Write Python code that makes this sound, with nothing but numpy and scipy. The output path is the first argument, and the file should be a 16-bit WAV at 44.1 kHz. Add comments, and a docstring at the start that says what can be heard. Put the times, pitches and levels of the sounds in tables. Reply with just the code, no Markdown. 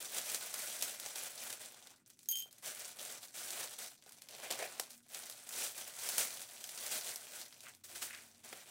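"""Unwrapping a parcel

Close by in a small room, hands pull a thin plastic bag off a bubble-wrapped parcel on a cutting mat.
Buckling wrinkles crackle, creases snap, and taps knock the hollow parcel. A metal craft knife rings
in its bending modes as it is picked up, then slits the bag with a swish of friction. At last the palms
slide over the bare wrapping. Faint low hums and room noise lie underneath."""
import sys
import numpy as np
from scipy import signal
from scipy.fft import rfft, irfft
from scipy.io import wavfile
from scipy.ndimage import uniform_filter1d

SR = 44100
rng = np.random.default_rng(int(sys.argv[2]) if len(sys.argv) > 2 else 0)


def waveform_to_disk(signal):
    """Save audio, clipped to [-1, 1], as 16-bit WAV at the path in sys.argv[1]."""
    frames = np.transpose(np.atleast_2d(signal))
    scaled = np.clip(frames, -1, 1) * 32767
    samples = np.round(scaled).astype(np.int16)
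    wavfile.write(sys.argv[1], SR, samples)


N = 383669
TIME = np.arange(N) / SR


def rustle(gains, usual_db=-48, wrinkles_per_s=2000, bare_from_s=7.8, palm_share=0.34, jerk_db=0.72):
    """Buckling and sliding friction: harder handling flips more wrinkles and adds more smooth hiss."""
    # spectrum of the film: (frequency [Hz], relative density [dB])
    film_spectrum = [(150, -12), (240, -2), (295, -15.5), (350, -2), (420, -3.5), (540, 0), (760, -0.5),
                     (1000, -6.5), (1300, -6), (2100, -5), (4200, -6), (8700, -2.5), (12500, -10),
                     (14800, -5.5), (16000, -9.5)]
    # bands of fine wrinkles, broad folds and hollow body: (lower edge [Hz], upper edge [Hz])
    zone_edges = [(4300, 17000), (1150, 4700), (230, 1250)]
    effort_db = 20 * np.log10(gains[0]) - usual_db
    gliding_palms = palm_share * (TIME > bare_from_s)
    sliding = np.clip(0.35 + 0.018 * effort_db + gliding_palms, 0, 1)
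    grains = buckles(wrinkles_per_s * from_db(0.6 * effort_db))
    film = np.sqrt(1 - sliding) * steady(grains) + np.sqrt(sliding) * rng.standard_normal(N)
    film = colour(film * from_db(jerk_db * drift(170)), film_spectrum)   # fingers move in jerks
    zones = [steady(band(film, *edges), window_s=0.064) for edges in zone_edges]
    return sum(gain * zone for gain, zone in zip(gains, zones))


def buckles(per_s, spread_db=4.0, clump_db=6.5, q=3.2, crack_share=0.17, facets=12):
    """Elastic buckling: wrinkles flip in clumps, each an impulse that rings one facet of the film."""
    flips = rng.random(N) < per_s * from_db(clump_db * drift(110)) / SR
    sizes = from_db(spread_db * np.minimum(rng.exponential(1, N), 4.5)) * rng.choice([-1, 1], N)
    facet, out = rng.integers(0, facets, N), 0
    for k, hz in enumerate(np.geomspace(600, 14000, facets)):
        clicks = flips * sizes * (facet == k) * from_db(2.0 * drift(13))   # the facets take turns
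        crackle = resonate(clicks, hz, hz / q) + crack_share * clicks
        out = out + room(crackle, near_db=-4.5, tail_db=-1.0, t60=0.089)
    return out


def handling(sag_db_per_s=11, settle_db_per_s=153.5, creep_db=-13, creep_db_per_s=80):
    """Stress relaxation: pulled film sags, settles and creeps, giving gains for wrinkles, folds, body."""
    # grabs and pulls: (start [s], attack [s], hold [s], level [dB], weight on the parcel [dB])
    moves = [(-0.022, 0.006, 0.067, -47.5, -1.5), (0.091, 0.081, 0.0055, -41, 0),
             (0.197, 0.103, 0.053, -43.0, -2.0), (0.389, 0.028, 0.059, -47.0, 0),
             (0.469, 0.12, 0.17, -44.5, -1.5), (0.753, 0.085, 0.01, -43, -3.0),
             (0.854, 0.019, 0.061, -48, 0.0), (0.958, 0.081, 0.084, -49.5, 0.5),
             (1.146, 0.017, 0.11, -46, -0.5), (1.285, 0.14, 0.104, -48.0, 0.5),
             (1.59, 0.019, 0.046, -51.5, 0.5), (1.678, 0.032, 0.21, -61.5, 4.5),
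             (2.056, 0.008, 0.046, -66.5, -4.5), (2.178, 0.018, 0.084, -69, -10.0),
             (2.294, 0.027, 0.15, -69.5, 3), (2.443, 0.067, 0.13, -68, 1.5),
             (2.618, 0.05, 0.021, -44.5, -0.5), (2.711, 0.08, 0.097, -49.5, -1),
             (2.935, 0.058, 0.175, -56.5, 7), (2.984, 0.007, 0.15, -49, -3.5),
             (3.212, 0.019, 0.005, -51.5, -2), (3.322, 0.05, 0.151, -47, -2), (3.453, 0.15, 0.035, -45, 2),
             (3.689, 0.031, 0.013, -51.5, -1), (3.777, 0.012, 0.064, -48, -0.5),
             (3.98, 0.11, 0.175, -64.5, 2), (4.257, 0.086, 0.076, -57.5, 8),
             (4.414, 0.026, 0.005, -50, 7.0), (4.489, 0.018, 0.03, -49.0, 9.5),
             (4.559, 0.036, 0.047, -48, 4), (4.684, 0.018, 0.14, -56.5, 6),
             (4.893, 0.012, 0.0067, -54.0, -6), (5.03, 0.035, 0.03, -67, -1),
             (5.082, 0.081, 0.013, -49.5, 0), (5.187, 0.015, 0.13, -53.0, 0), (5.347, 0.029, 0.099, -58, 0),
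             (5.456, 0.18, 0.012, -40, -2.5), (5.74, 0.033, 0.044, -47.5, -0.5),
             (5.86, 0.009, 0.005, -49.5, 1.5), (5.905, 0.17, 0.1, -42.5, -2.5),
             (6.172, 0.016, 0.029, -36, -3), (6.281, 0.023, 0.119, -49.5, -1.0),
             (6.358, 0.37, 0.142, -53, -4), (6.471, 0.028, 0.29, -57.5, 2.0),
             (6.722, 0.14, 0.01, -45.5, -0.5), (6.886, 0.035, 0.05, -40.5, -1.5),
             (7.006, 0.064, 0.038, -44.5, -1), (7.187, 0.0092, 0.11, -55, 1.5),
             (7.288, 0.06, 0.079, -50.5, -0.5), (7.501, 0.027, 0.082, -63.5, 1),
             (7.611, 0.026, 0.054, -57.5, 1.5), (7.836, 0.003, 0.0056, -53.5, -7),
             (7.868, 0.044, 0.008, -54.5, 1.5), (7.944, 0.012, 0.0044, -47.5, -2.5),
             (8.01, 0.013, 0.0034, -42, -4), (8.086, 0.06, 0.085, -59, 1.0),
             (8.23, 0.016, 0.16, -67.0, 1.5), (8.433, 0.0075, 0.17, -56.0, 2.5),
             (8.648, 0.03, 0.03, -59, 4.5)]
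    power, t = np.zeros((3, N)) + 1e-10, TIME[:SR]
    for start, attack_s, hold_s, db, weight_db in moves:
        tighten = np.minimum(t / max(attack_s, 1 / SR), 1)
        sag = from_db(-sag_db_per_s * np.maximum(t - attack_s, 0))
        let_go_s = np.maximum(t - attack_s - hold_s, 0)
        settle = from_db(-settle_db_per_s * let_go_s)
        creep = from_db(creep_db - creep_db_per_s * let_go_s)
        burst = from_db(db) * tighten * sag * np.maximum(settle, creep)
        wrinkles_db, folds_db, body_db = 0.63, -3 + 0.52 * weight_db, -10.5 + weight_db
        for zone, zone_db in zip(power, (wrinkles_db, folds_db, body_db)):
            add(zone, start, (burst * from_db(zone_db)) ** 2)
    return np.sqrt(power)


def snaps_and_taps(usual_crack_db=-36, flutter_s=0.0034, wall_db=-27, t60=0.18, build_s=0.011, q=0.88):
    """Impulse excitation: a crease snapping through, or a tap, cracks and knocks the hollow parcel."""
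    # creases giving way: (time [s], crack level [dB], pitch [Hz])
    snaps = [(0.1845, -34.5, 6700), (0.2994, -38, 6100), (0.346, -31.5, 6400), (0.541, -35, 8300),
             (0.8242, -29.5, 5770), (0.999, -40, 8170), (1.1579, -39.5, 5970), (1.5028, -41, 8100),
             (1.5278, -40.5, 6500), (1.8716, -50, 5200), (2.1016, -55, 7900), (2.191, -55.5, 7900),
             (2.231, -56.5, 8550), (2.258, -58, 8000), (2.5274, -52.5, 9800), (2.5829, -55.5, 7800),
             (2.989, -52, 5400), (3.5054, -38, 7400), (4.0238, -57.5, 3900), (4.093, -52, 6600),
             (4.122, -52, 7500), (4.129, -56, 8000), (4.185, -59, 6000), (4.22, -47.5, 6500),
             (4.287, -48, 5000), (4.309, -50, 6500), (4.3503, -49, 4730), (5.1466, -39, 6100),
             (5.2978, -41.5, 9100), (5.491, -41.5, 8900), (6.089, -32.5, 8700), (6.1815, -26, 9500),
             (6.418, -43, 7520), (6.6412, -40, 6400), (6.6925, -42.5, 6350), (6.7763, -41.5, 5000),
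             (6.865, -40, 7600), (7.1592, -37.5, 9820), (7.4143, -44, 5200), (7.5258, -52, 3300),
             (7.6058, -50, 6400), (7.749, -55, 6200), (8.1482, -47, 3730)]
    # fingers and blade on the parcel: (time [s], crack level [dB], pitch [Hz], relative knock [dB])
    taps = [(1.0617, -38.5, 6300, -46.5), (2.4574, -71, 4120, -57), (4.0624, -56.5, 4870, -55.5),
            (4.4, -49, 4500, -50), (4.461, -52, 4100, -44.5), (4.5052, -38, 3800, -40),
            (4.511, -33, 5500, -46), (4.5236, -36.5, 5600, -51), (4.6202, -52, 4300, -40),
            (4.7975, -31, 7400, -39.5), (8.5279, -44, 1580, -37.5)]
    out, t = np.zeros(N), TIME[:SR // 4]
    walls = from_db(wall_db - 60 * t / t60) * np.minimum(t / build_s, 1) ** 2
    # a crease's knock grows faster than its crack
    creases = [(s, db, hz, usual_crack_db - 18 + 1.33 * (db - usual_crack_db)) for s, db, hz in snaps]
    for s, crack_db, hz, knock_db in creases + taps:
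        noise = rng.standard_normal(len(t))
        flutter = 0.22 * np.exp(-t / flutter_s)   # smaller cracks follow the first
        push = (t == 0) + noise * (flutter + walls)
        crack = unit_attack(band(resonate(push, hz, hz / q) + 0.17 * push, 540, 15300, order=1))
        blow = (t == 0) + 0.5 * noise * walls
        knock = unit_attack(hollow(blow) + 0.24 * band(blow, 250, 1500, order=1))
        knock = band(knock, 110, hz / 5, order=1)   # a soft contact knocks duller
        add(out, s, from_db(crack_db) * crack + from_db(knock_db - 1) * knock)
    return out


def hollow(x):
    """Modal superposition: parcel and table answer a blow with a few broad resonances."""
    # modes of parcel and table: (frequency [Hz], bandwidth [Hz], gain [dB])
    modes = [(324, 73, -6.5), (468, 140, 4), (680, 66, 3.5), (756, 54, 8.5), (1350, 1700, -8)]
    return sum(from_db(db) * (-1) ** k * resonate(x, hz, width) for k, (hz, width, db) in enumerate(modes))


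def knife(gripped_s=2.44, tick_s=0.0024, damp_s=0.004, lag_s=0.00085, wobble_db=2.8, buzz_db=-27):
    """Damped free vibration: each touch stops the metal's ring and starts another, until it is gripped."""
    # rattle on the mat, in relative levels:
    # (time [s], tick [dB], first bending mode [dB], second bending mode [dB], upper modes [dB])
    touches = [(2.2864, -21.5, -48.5, -34.5, -28.5), (2.3113, -28, -61, -38.5, -29),
               (2.323, -29, -40, -41, -44), (2.3546, -28.5, -42.5, -43, -44), (2.371, -28, -43, -43.5, -44),
               (2.3862, -30, -60, -48, -46), (2.393, -38, -52, -49, -37), (2.4013, -36, -47, -50, -46),
               (2.4114, -40, -45.5, -51, -45), (2.422, -36, -48.5, -56, -51)]
    # modes of the knife: (frequency [Hz], relative level [dB], 60 dB decay time [s])
    modes = [(3155, 0, .3), (6540, 0, .17), (6640, -7, .05), (10880, -21, .2), (12000, -20, .07),
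             (12880, -14, .17), (14020, -7, .12), (14072, -9, .12), (15380, -18, .07)]
    out, t = np.zeros(N), TIME[:SR // 5]
    stops = [row[0] for row in touches[1:]] + [gripped_s]
    for (s, tick_db, first_db, second_db, upper_db), stop in zip(touches, stops):
        blade_buzz = unit_rms(band(rng.standard_normal(len(t)), 4800, 4900, order=1))
        ring = from_db(second_db + buzz_db) * blade_buzz
        for hz, db, t60 in modes:
            strength_db = first_db if hz < 4000 else second_db if hz < 8000 else upper_db
            rolling_db = wobble_db * drift(140, size=len(t))   # modes waver as the handle rolls
            envelope = from_db(strength_db + db + rolling_db - 60 * t / t60)
            ring = ring + envelope * np.sin(2 * np.pi * (hz * t + rng.random()))
        damping = np.exp(-np.maximum(t - (stop - s), 0) / damp_s)
        tick = band(rng.standard_normal(len(t)) * np.exp(-t / tick_s), 5400, 18600, order=2)
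        tick = from_db(tick_db - 1) * tick / np.abs(tick).max()
        add(out, s + lag_s, from_db(0.8) * ring * damping + tick)
    radiated = band(out, 1100, 17000)   # so thin a rod radiates no bass
    return room(radiated, near_db=-32, tail_db=-7.0, t60=0.17)


def rubs(grit_db=4.0):
    """Stick-slip friction: blade and palms set the taut wrapping swishing with each stroke."""
    # strokes: (peak time [s], half length [s], level [dB], centre [Hz], bandwidth [Hz])
    strokes = [(4.455, 0.025, -53, 2120, 900), (4.633, 0.043, -48, 2150, 900),
               (4.637, 0.039, -47, 610, 320), (7.682, 0.035, -58, 2020, 1500),
               (7.842, 0.0027, -48.5, 6200, 8450), (7.962, 0.007, -48, 6000, 9000),
               (7.991, 0.095, -68, 358, 60), (8.027, 0.0081, -42, 5500, 9000),
               (8.146, 0.063, -53.5, 2000, 1300), (8.6, .04, -64, 2200, 1780)]
    out, t = np.zeros(N), TIME[:SR // 2]
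    for s, half_s, db, hz, width in strokes:
        friction = rng.standard_normal(len(t)) * from_db(grit_db * drift(350.6, size=len(t)))
        swish = band(friction, max(hz - width / 2, 300), hz + width / 2, order=2)
        swell = np.exp(-((t - t.mean()) / half_s) ** 2)
        add(out, s - t.mean(), from_db(db) * swell * unit_rms(swish))
    return out


def room(x, near_db, tail_db, t60, near_s=0.0025, build_s=0.0076):
    """Reverberation: direct sound, a quick scatter off mat and hands, then the tail of the walls."""
    t = TIME[:SR // 3]
    near, tail = rng.standard_normal((2, len(t)))
    near *= np.exp(-t / near_s) * (t > 0)
    tail *= from_db(-60 * t / t60) * np.minimum(t / build_s, 1) ** 2
    response = from_db(near_db) * near / np.linalg.norm(near)
    response += from_db(tail_db) * tail / np.linalg.norm(tail)
    return x + signal.oaconvolve(x, response)[:len(x)]


def hums(waver=0.0117):
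    """Amplitude and frequency modulation: faint low tones swell and fade, wavering in pitch."""
    # swells of hum: (peak time [s], half length [s], level [dB], frequency [Hz])
    swells = [(1.65, 0.19, -76, 237), (4.97, 0.089, -72.5, 237), (7.702, .2, -83, 240),
              (8.05, 0.49, -79.5, 92.2), (8.293, 0.28, -76.5, 231.3)]
    out = np.zeros(N)
    for s, half_s, db, hz in swells:
        phase = 2 * np.pi * np.cumsum(hz * (1 + waver * drift(25))) / SR
        out += from_db(db) * np.exp(-((TIME - s) / half_s) ** 2) * np.sin(phase)
    return np.sqrt(2) * out


def rumble(body_gain, room_db=-77, table_db=-17.5):
    """Incoherent addition: the noise of the still room and of the handled table sum in power."""
    # spectrum of the still room: (frequency [Hz], relative density [dB])
    room_spectrum = [(25, -16.5), (70, -16.5), (90, -8.5), (115, -0.5), (170, -5.5), (250, -1.5),
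                     (400, -11.5), (900, -34.5), (3000, -26), (16000, -43)]
    gain = np.hypot(from_db(room_db), from_db(table_db) * body_gain)
    return gain * unit_rms(colour(rng.standard_normal(N), room_spectrum))


def from_db(db):
    """Decibels to amplitude ratio."""
    return 10 ** (np.asarray(db) / 20)


def unit_rms(x):
    """Normalisation to unit power."""
    return x / np.sqrt(np.mean(x ** 2) + 1e-20)


def unit_attack(x):
    """Normalisation to unit power over the first three milliseconds."""
    return x / np.sqrt(np.mean(x[:132] ** 2))


def steady(x, window_s=0.037):
    """Running normalisation to unit power; single grains keep their contrast."""
    return x / np.sqrt(np.abs(uniform_filter1d(x * x, int(window_s * SR))) + 1e-12)


def add(track, s, sound):
    """Superposition of a sound on a track from time s on."""
    at = max(round(s * SR), 0)
    track[at:at + len(sound)] += sound[:max(N - at, 0)]


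def band(x, low_hz, high_hz, order=3):
    """Causal band-pass filtering."""
    sections = signal.butter(order, [low_hz, min(high_hz, .45 * SR)], "band", fs=SR, output="sos")
    return signal.sosfilt(sections, x + 1e-18)


def resonate(x, hz, width_hz):
    """Second-order resonance with unit gain at its peak."""
    hz = min(hz, .42 * SR)
    return signal.lfilter(*signal.iirpeak(hz, hz / min(width_hz, .35 * SR), fs=SR), x + 1e-18)


def colour(x, spectrum, size=8192):
    """Minimum-phase filtering along a given spectrum."""
    hz, db = np.transpose(spectrum)
    grid = np.maximum(np.fft.rfftfreq(size, 1 / SR), 1)
    cepstrum = irfft(np.log(from_db(np.interp(np.log(grid), np.log(hz), db))))
    cepstrum[1:size // 2] *= 2
    cepstrum[size // 2 + 1:] = 0
    return signal.oaconvolve(x, irfft(np.exp(rfft(cepstrum))))[:len(x)]


def drift(per_s, size=N):
    """Random modulation with a spread of about 1."""
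    knots = rng.standard_normal(size // 20)
    return np.interp(TIME[:size] * per_s, np.arange(len(knots)), knots)


def scene():
    """Linear superposition of all sources at one point."""
    gains = handling()
    return (rustle(gains) + snaps_and_taps() + rubs() + knife() + hums() + rumble(gains[-1]))[None]


def record(dry, cutoff_hz=15800):
    """Band limiting: a steep low-pass removes the highest treble."""
    return signal.sosfilt(signal.ellip(10, .2, 80, cutoff_hz, fs=SR, output="sos"), dry)


dry = scene()
out = record(dry)
waveform_to_disk(out)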